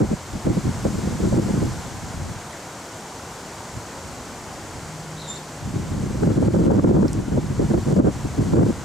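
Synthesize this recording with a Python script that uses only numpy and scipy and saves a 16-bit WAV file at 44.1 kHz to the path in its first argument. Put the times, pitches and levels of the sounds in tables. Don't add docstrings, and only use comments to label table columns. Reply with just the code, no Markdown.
import sys
import numpy as np
from scipy import signal
from scipy.io import wavfile
from scipy.ndimage import uniform_filter1d

SR = 44100
rng = np.random.default_rng(int(sys.argv[2]) if len(sys.argv) > 2 else 0)


def dump(signal):
    limited = np.clip(np.atleast_2d(signal).T, -1, 1)
    pcm = np.round(limited * 32767).astype(np.int16)
    wavfile.write(sys.argv[1], SR, pcm)


N = 389844
TIME = np.arange(N) / SR


def from_db(db):
    return 10 ** (np.asarray(db) / 20)


def unit_rms(x):
    return x / np.sqrt(np.mean(x ** 2) + 1e-20)


def automation(rows):
    times, *columns = np.transpose(rows)
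    return [np.interp(TIME, times, column) for column in columns]


def at_hz(points, hz):
    freqs, values = np.transpose(points)
    return np.interp(np.log(hz + 1e-9), np.log(freqs), values)


def butter(x, hz, kind, order=2):
    return signal.sosfilt(signal.butter(order, np.clip(hz, 10, .48 * SR), kind, fs=SR, output="sos"), x)


def drift(rate_hz):
    step, settle = 40, 2000
    pole = np.exp(-2 * np.pi * step * rate_hz / SR)
    white = rng.standard_normal(N // step + settle + 2)
    slow = signal.lfilter([1], [1, -2 * pole, pole * pole], white)[settle:]
    return np.interp(np.arange(N) / step, np.arange(len(slow)), unit_rms(slow))


def noise_bands(spectrum, correlation, count):
    edges = np.geomspace(spectrum[0][0], spectrum[-1][0], count + 1)
    centres = np.sqrt(edges[1:] * edges[:-1])
    power = from_db(at_hz(spectrum, centres)) ** 2 * np.diff(edges)
    white = rng.standard_normal((2, 2, N))
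    for k, hz in enumerate(centres):
        mid, side = butter(white[k % 2], edges[k:k + 2], "band", order=3)
        alike = np.clip(at_hz(correlation, hz), -1, 1)
        pair = np.sqrt(1 + alike) * mid + np.sqrt(1 - alike) * side * [[1], [-1]]
        yield hz, unit_rms(pair) * np.sqrt(power[k] / power.sum())


# f/Hz, relative density/dB
RUMBLE_SPECTRUM = [(13, -45), (22, -22), (91, -2.5), (158, 1), (324, -5), (478, -14.5), (730, -27.5),
                   (1800, -46), (2340, -80), (3960, -120)]
# f/Hz, left-right correlation
RUMBLE_IMAGE = [(30, 0.92), (60, 0.99), (130, 0.79), (290, 0.69), (640, 0.34), (1500, 0.045)]
def buffeting(force, full_db, brighten, knee_hz, flicker_db, slap_db, crossing_s):
    excess_db = np.clip(20 * np.log10(force + 1e-9) - full_db, -16, 4.5)
    slaps = np.clip([drift(90), drift(86)], -2, 2) + np.clip(drift(88), -2, 2)
    rumble = np.zeros((2, N))
    for hz, band in noise_bands(RUMBLE_SPECTRUM, RUMBLE_IMAGE, count=12):
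        octaves = np.clip(np.log2(hz / knee_hz), -1, 1.6)
        tilt_db = brighten * octaves * excess_db
        rumble += band * from_db(tilt_db + slap_db * max(octaves, 0) * slaps + flicker_db * drift(51))
    left, right = rumble * force
    return np.array([left, np.interp(TIME - crossing_s, TIME, right)])


# t/s, level/dB
STEADY_FLOW = [(0, -17), (0.2, -47), (0.55, -39), (0.78, -31), (0.95, -24), (1.64, -22.5), (1.8, -36.5),
               (2.3, -34), (2.6, -62), (3.65, -54), (3.76, -48), (4.8, -44), (5.57, -52.5), (5.66, -30.5),
               (6.25, -23.5), (7.35, -25.5), (8.2, -30.5), (8.84, -35.5)]
# t/s, hold/s, level/dB
GUST_HITS = [(0.0, 0.047, -19.5), (0.112, 0.027, -19.5), (0.334, 0.026, -25), (0.467, 0.046, -15),
             (0.57, 0.012, -18.5), (0.655, 0.039, -19.5), (0.853, 0.029, -19.5), (1.223, 0.064, -20),
             (1.33, 0.07, -17), (1.49, 0.15, -22), (2.198, 0.017, -30), (2.284, 0.011, -27.5),
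             (3.745, .03, -37.5), (4.042, .02, -41), (5.76, 0.018, -20.5), (5.945, 0.092, -24),
             (6.22, 0.11, -16), (6.378, 0.11, -15), (6.537, 0.11, -13.5), (6.666, 0.13, -11),
             (6.838, 0.21, -12.5), (7.166, 0.039, -20.5), (7.322, 0.068, -18.5), (7.508, 0.014, -20.5),
             (7.596, 0.048, -16.5), (7.696, 0.092, -18), (7.864, 0.076, -16), (7.966, 0.12, -11.5),
             (8.251, 0.011, -22.5), (8.39, 0.025, -13), (8.444, 0.26, -20.5), (8.536, 0.098, -12)]
def wind_force(flow_trim_db, gust_trim_db, attack_s, release_s, eddy_db, wobble_db):
    flow_db, = automation(STEADY_FLOW)
    power = from_db(flow_db + flow_trim_db) ** 2
    for start, hold_s, db in GUST_HITS:
        fade = np.maximum(start - TIME, 0) / attack_s + np.maximum(TIME - start - hold_s, 0) / release_s
        power += from_db(db + gust_trim_db) ** 2 * np.exp(-2 * np.minimum(fade, 20))
    churn_db = wobble_db * drift(21) + eddy_db * eddies(count=600, gap_s=.036, half_width_s=0.0074)
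    return np.sqrt(power) * from_db(churn_db)


def eddies(count, gap_s, half_width_s):
    swells = np.zeros(N)
    gaps, sizes = rng.uniform([.3, .5], [1.7, 1], (count, 2)).T
    for centre, size in zip(np.cumsum(gaps) * gap_s, sizes):
        near = slice(*np.searchsorted(TIME, [centre - 4 * half_width_s, centre + 4 * half_width_s]))
        swells[near] += size * np.exp(-((TIME[near] - centre) / half_width_s) ** 2)
    return np.minimum(swells, 1) - swells.mean()


# t/s, level/dB
BREEZE_RIDE = [(0, -45), (0.8, -42), (1.7, -42), (2.2, -44), (4.5, -44), (6.2, -45.5), (7.3, -47.5),
               (7.8, -44.5), (8.84, -44.5)]
# f/Hz, relative density/dB
HISS_SPECTRUM = [(1410, -2), (2400, -15.5), (3850, -5.5), (4360, -4), (4870, -4.5), (6070, -1.5),
                 (7380, -0.5), (10100, -13), (15100, -22), (15700, -22)]
# f/Hz, relative density/dB
WASH_SPECTRUM = [(24, -50), (40, -9), (91, 3), (108, 11.5), (142, -0.5), (233, 2), (295, 1), (411, 0),
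                 (493, -4), (712, 2), (3200, -16), (4160, -23.5), (7040, -120)]
def breeze(hiss_trim_db, pod_trim_db, wash_db, wash_follow):
    ride_db, = automation(BREEZE_RIDE)
    swing_db = ride_db - ride_db.mean()
    hiss = from_db(ride_db + hiss_trim_db) * trees(HISS_SPECTRUM, bands=14, flutter_db=0.3)
    pods = from_db(ride_db + pod_trim_db) * pod_rustle(clicks_per_s=120, spread_db=2, clump_db=4.5)
    wash = from_db(wash_db + wash_follow * swing_db) * trees(WASH_SPECTRUM, bands=15, flutter_db=0.44)
    return (hiss + pods + wash) * from_db([[.35], [-.35]])


# f/Hz, left-right correlation
TREE_IMAGE = [(60, 1), (290, 1), (640, 0.99), (1410, 0.96), (2800, 0.55), (4500, 0.79), (8000, 0.8),
              (14000, 1)]
def trees(spectrum, bands, flutter_db):
    layers = noise_bands(spectrum, TREE_IMAGE, bands)
    return sum(band * from_db(flutter_db * drift(16.0)) for _, band in layers)


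def pod_rustle(clicks_per_s, spread_db, clump_db):
    rustle = np.zeros((2, N))
    for hz in np.geomspace(3500, 8500, num=8):
        touches = rng.random(N) < clicks_per_s * from_db(clump_db * drift(5)) / SR
        clicks = touches * rng.standard_normal(N)
        clicks *= from_db(spread_db * np.minimum(rng.exponential(1, N), 3))
        pan = from_db(rng.normal(0, 1.4) * np.array([[1], [-1]]))
        rustle += butter(clicks + 1e-18, [hz / 1.105, hz * 1.017], "band") * pan
    return unit_rms(rustle)


# t/s, pitch/Hz, fundamental/dB, octave/dB
PARROT_CHIRP = [(5.17, 3750, -47, -80), (5.205, 4030, -41.5, -70), (5.25, 3850, -42, -68),
                (5.275, 3690, -40, -41), (5.295, 3570, -42, -30.5), (5.312, 3620, -34.5, -29),
                (5.335, 3620, -38, -45), (5.36, 3870, -46, -56), (5.388, 4900, -48, -76)]
# t/s, pitch/Hz, fundamental/dB, octave/dB
FAINT_SQUEAK = [(2.515, 1680, -53, -70), (2.53, 2160, -44, -53), (2.543, 1820, -39, -53),
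                (2.56, 1250, -46, -66)]
def bird(call, clear_hz, rasp_span_hz, flutter_db):
    hz, fundamental_db, octave_db = automation(call)
    rasp = np.minimum(np.abs(hz - clear_hz) / rasp_span_hz, 1)
    warble_hz = 260 + 90 * drift(90)
    warble = np.sin(2 * np.pi * np.cumsum(warble_hz) / SR) + .5 * drift(400)
    phase = 2 * np.pi * np.cumsum(hz * (1 + .06 * rasp * warble)) / SR
    tone = from_db(fundamental_db) * np.sin(phase) + from_db(octave_db) * np.sin(2 * phase)
    gate = (TIME > call[0][0]) & (TIME < call[-1][0])
    return tone * from_db(flutter_db * drift(110)) * gate


def garden_echoes(x, echo_db, t60, count=24):
    out = np.array([x, x])
    delays, signs = rng.uniform(.004, .13, count), rng.choice([-1, 1], count)
    for k, (delay_s, sign) in enumerate(zip(delays, signs)):
        lag = int(delay_s * SR)
        out[k % 2, lag:] += sign * from_db(echo_db - 60 * delay_s / t60) * x[:-lag]
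    return out


# t/s, peak/dB, resonance/Hz, bandwidth/Hz, t60/s
POD_SNAPS = [(7.0812, -24, 5060, 1200, .011), (7.131, -23, 7360, 3800, 0.0098)]
def pod_snaps(crack_db):
    out, t = np.zeros(N), np.arange(SR // 20) / SR
    for start, peak_db, hz, width_hz, t60 in POD_SNAPS:
        burst = rng.choice([-1, 1], len(t)) * from_db(-60 * t / t60)
        shell = butter(burst, [hz - width_hz / 2, hz + width_hz / 2], "band")
        snap = shell + from_db(crack_db) * butter(burst, hz, "high", order=1)
        at = round(start * SR)
        out[at:at + len(t)] += from_db(peak_db) * snap / np.abs(snap).max()
    return out


# t/s, level/dB
HUM_SWELL = [(4.65, -66), (4.84, -36.5), (5.1, -36), (5.52, -40), (5.8, -66)]
def far_hum(hz, waver):
    level_db = automation(HUM_SWELL)[0] + 1.2 * drift(6.5)
    pitch_hz = hz * (1 + waver * drift(4.5))
    return from_db(level_db) * np.sin(2 * np.pi * np.cumsum(pitch_hz) / SR)


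def limiter(x, threshold_db, slope, release_db_per_s, attack_s):
    window = int(attack_s * SR)
    power = np.abs(uniform_filter1d(np.mean(x ** 2, axis=0), window))
    duck_db = slope * np.maximum(10 * np.log10(power + 1e-12) - threshold_db, 0)
    release_ramp = release_db_per_s * TIME
    held_db = np.maximum.accumulate(duck_db + release_ramp) - release_ramp
    return x * from_db(-uniform_filter1d(held_db, window))


def scene():
    garden = breeze(hiss_trim_db=0.5, pod_trim_db=-12, wash_db=-37, wash_follow=0.67)
    calls = sum(bird(call, clear_hz=3530, rasp_span_hz=400, flutter_db=4.0)
                for call in (PARROT_CHIRP, FAINT_SQUEAK))
    garden += garden_echoes(calls, echo_db=-9.5, t60=0.5)
    garden += pod_snaps(crack_db=-24)
    garden += far_hum(hz=157, waver=0.0047)
    force = wind_force(flow_trim_db=-1.5, gust_trim_db=-0.7, attack_s=0.0088, release_s=0.013,
                       eddy_db=6.5, wobble_db=1.03)
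    wind = buffeting(force, full_db=-17.0, brighten=0.59, knee_hz=181.5,
                     flicker_db=1.0, slap_db=2.5, crossing_s=0.00053)
    return wind + garden


def record(dry):
    limited = limiter(dry, threshold_db=-14.0, slope=.65, release_db_per_s=130, attack_s=0.0026)
    high_cut = signal.ellip(10, .1, 70, 15550, fs=SR, output="sos")
    return signal.sosfiltfilt(high_cut, limited)


dry = scene()
out = record(dry)
dump(out)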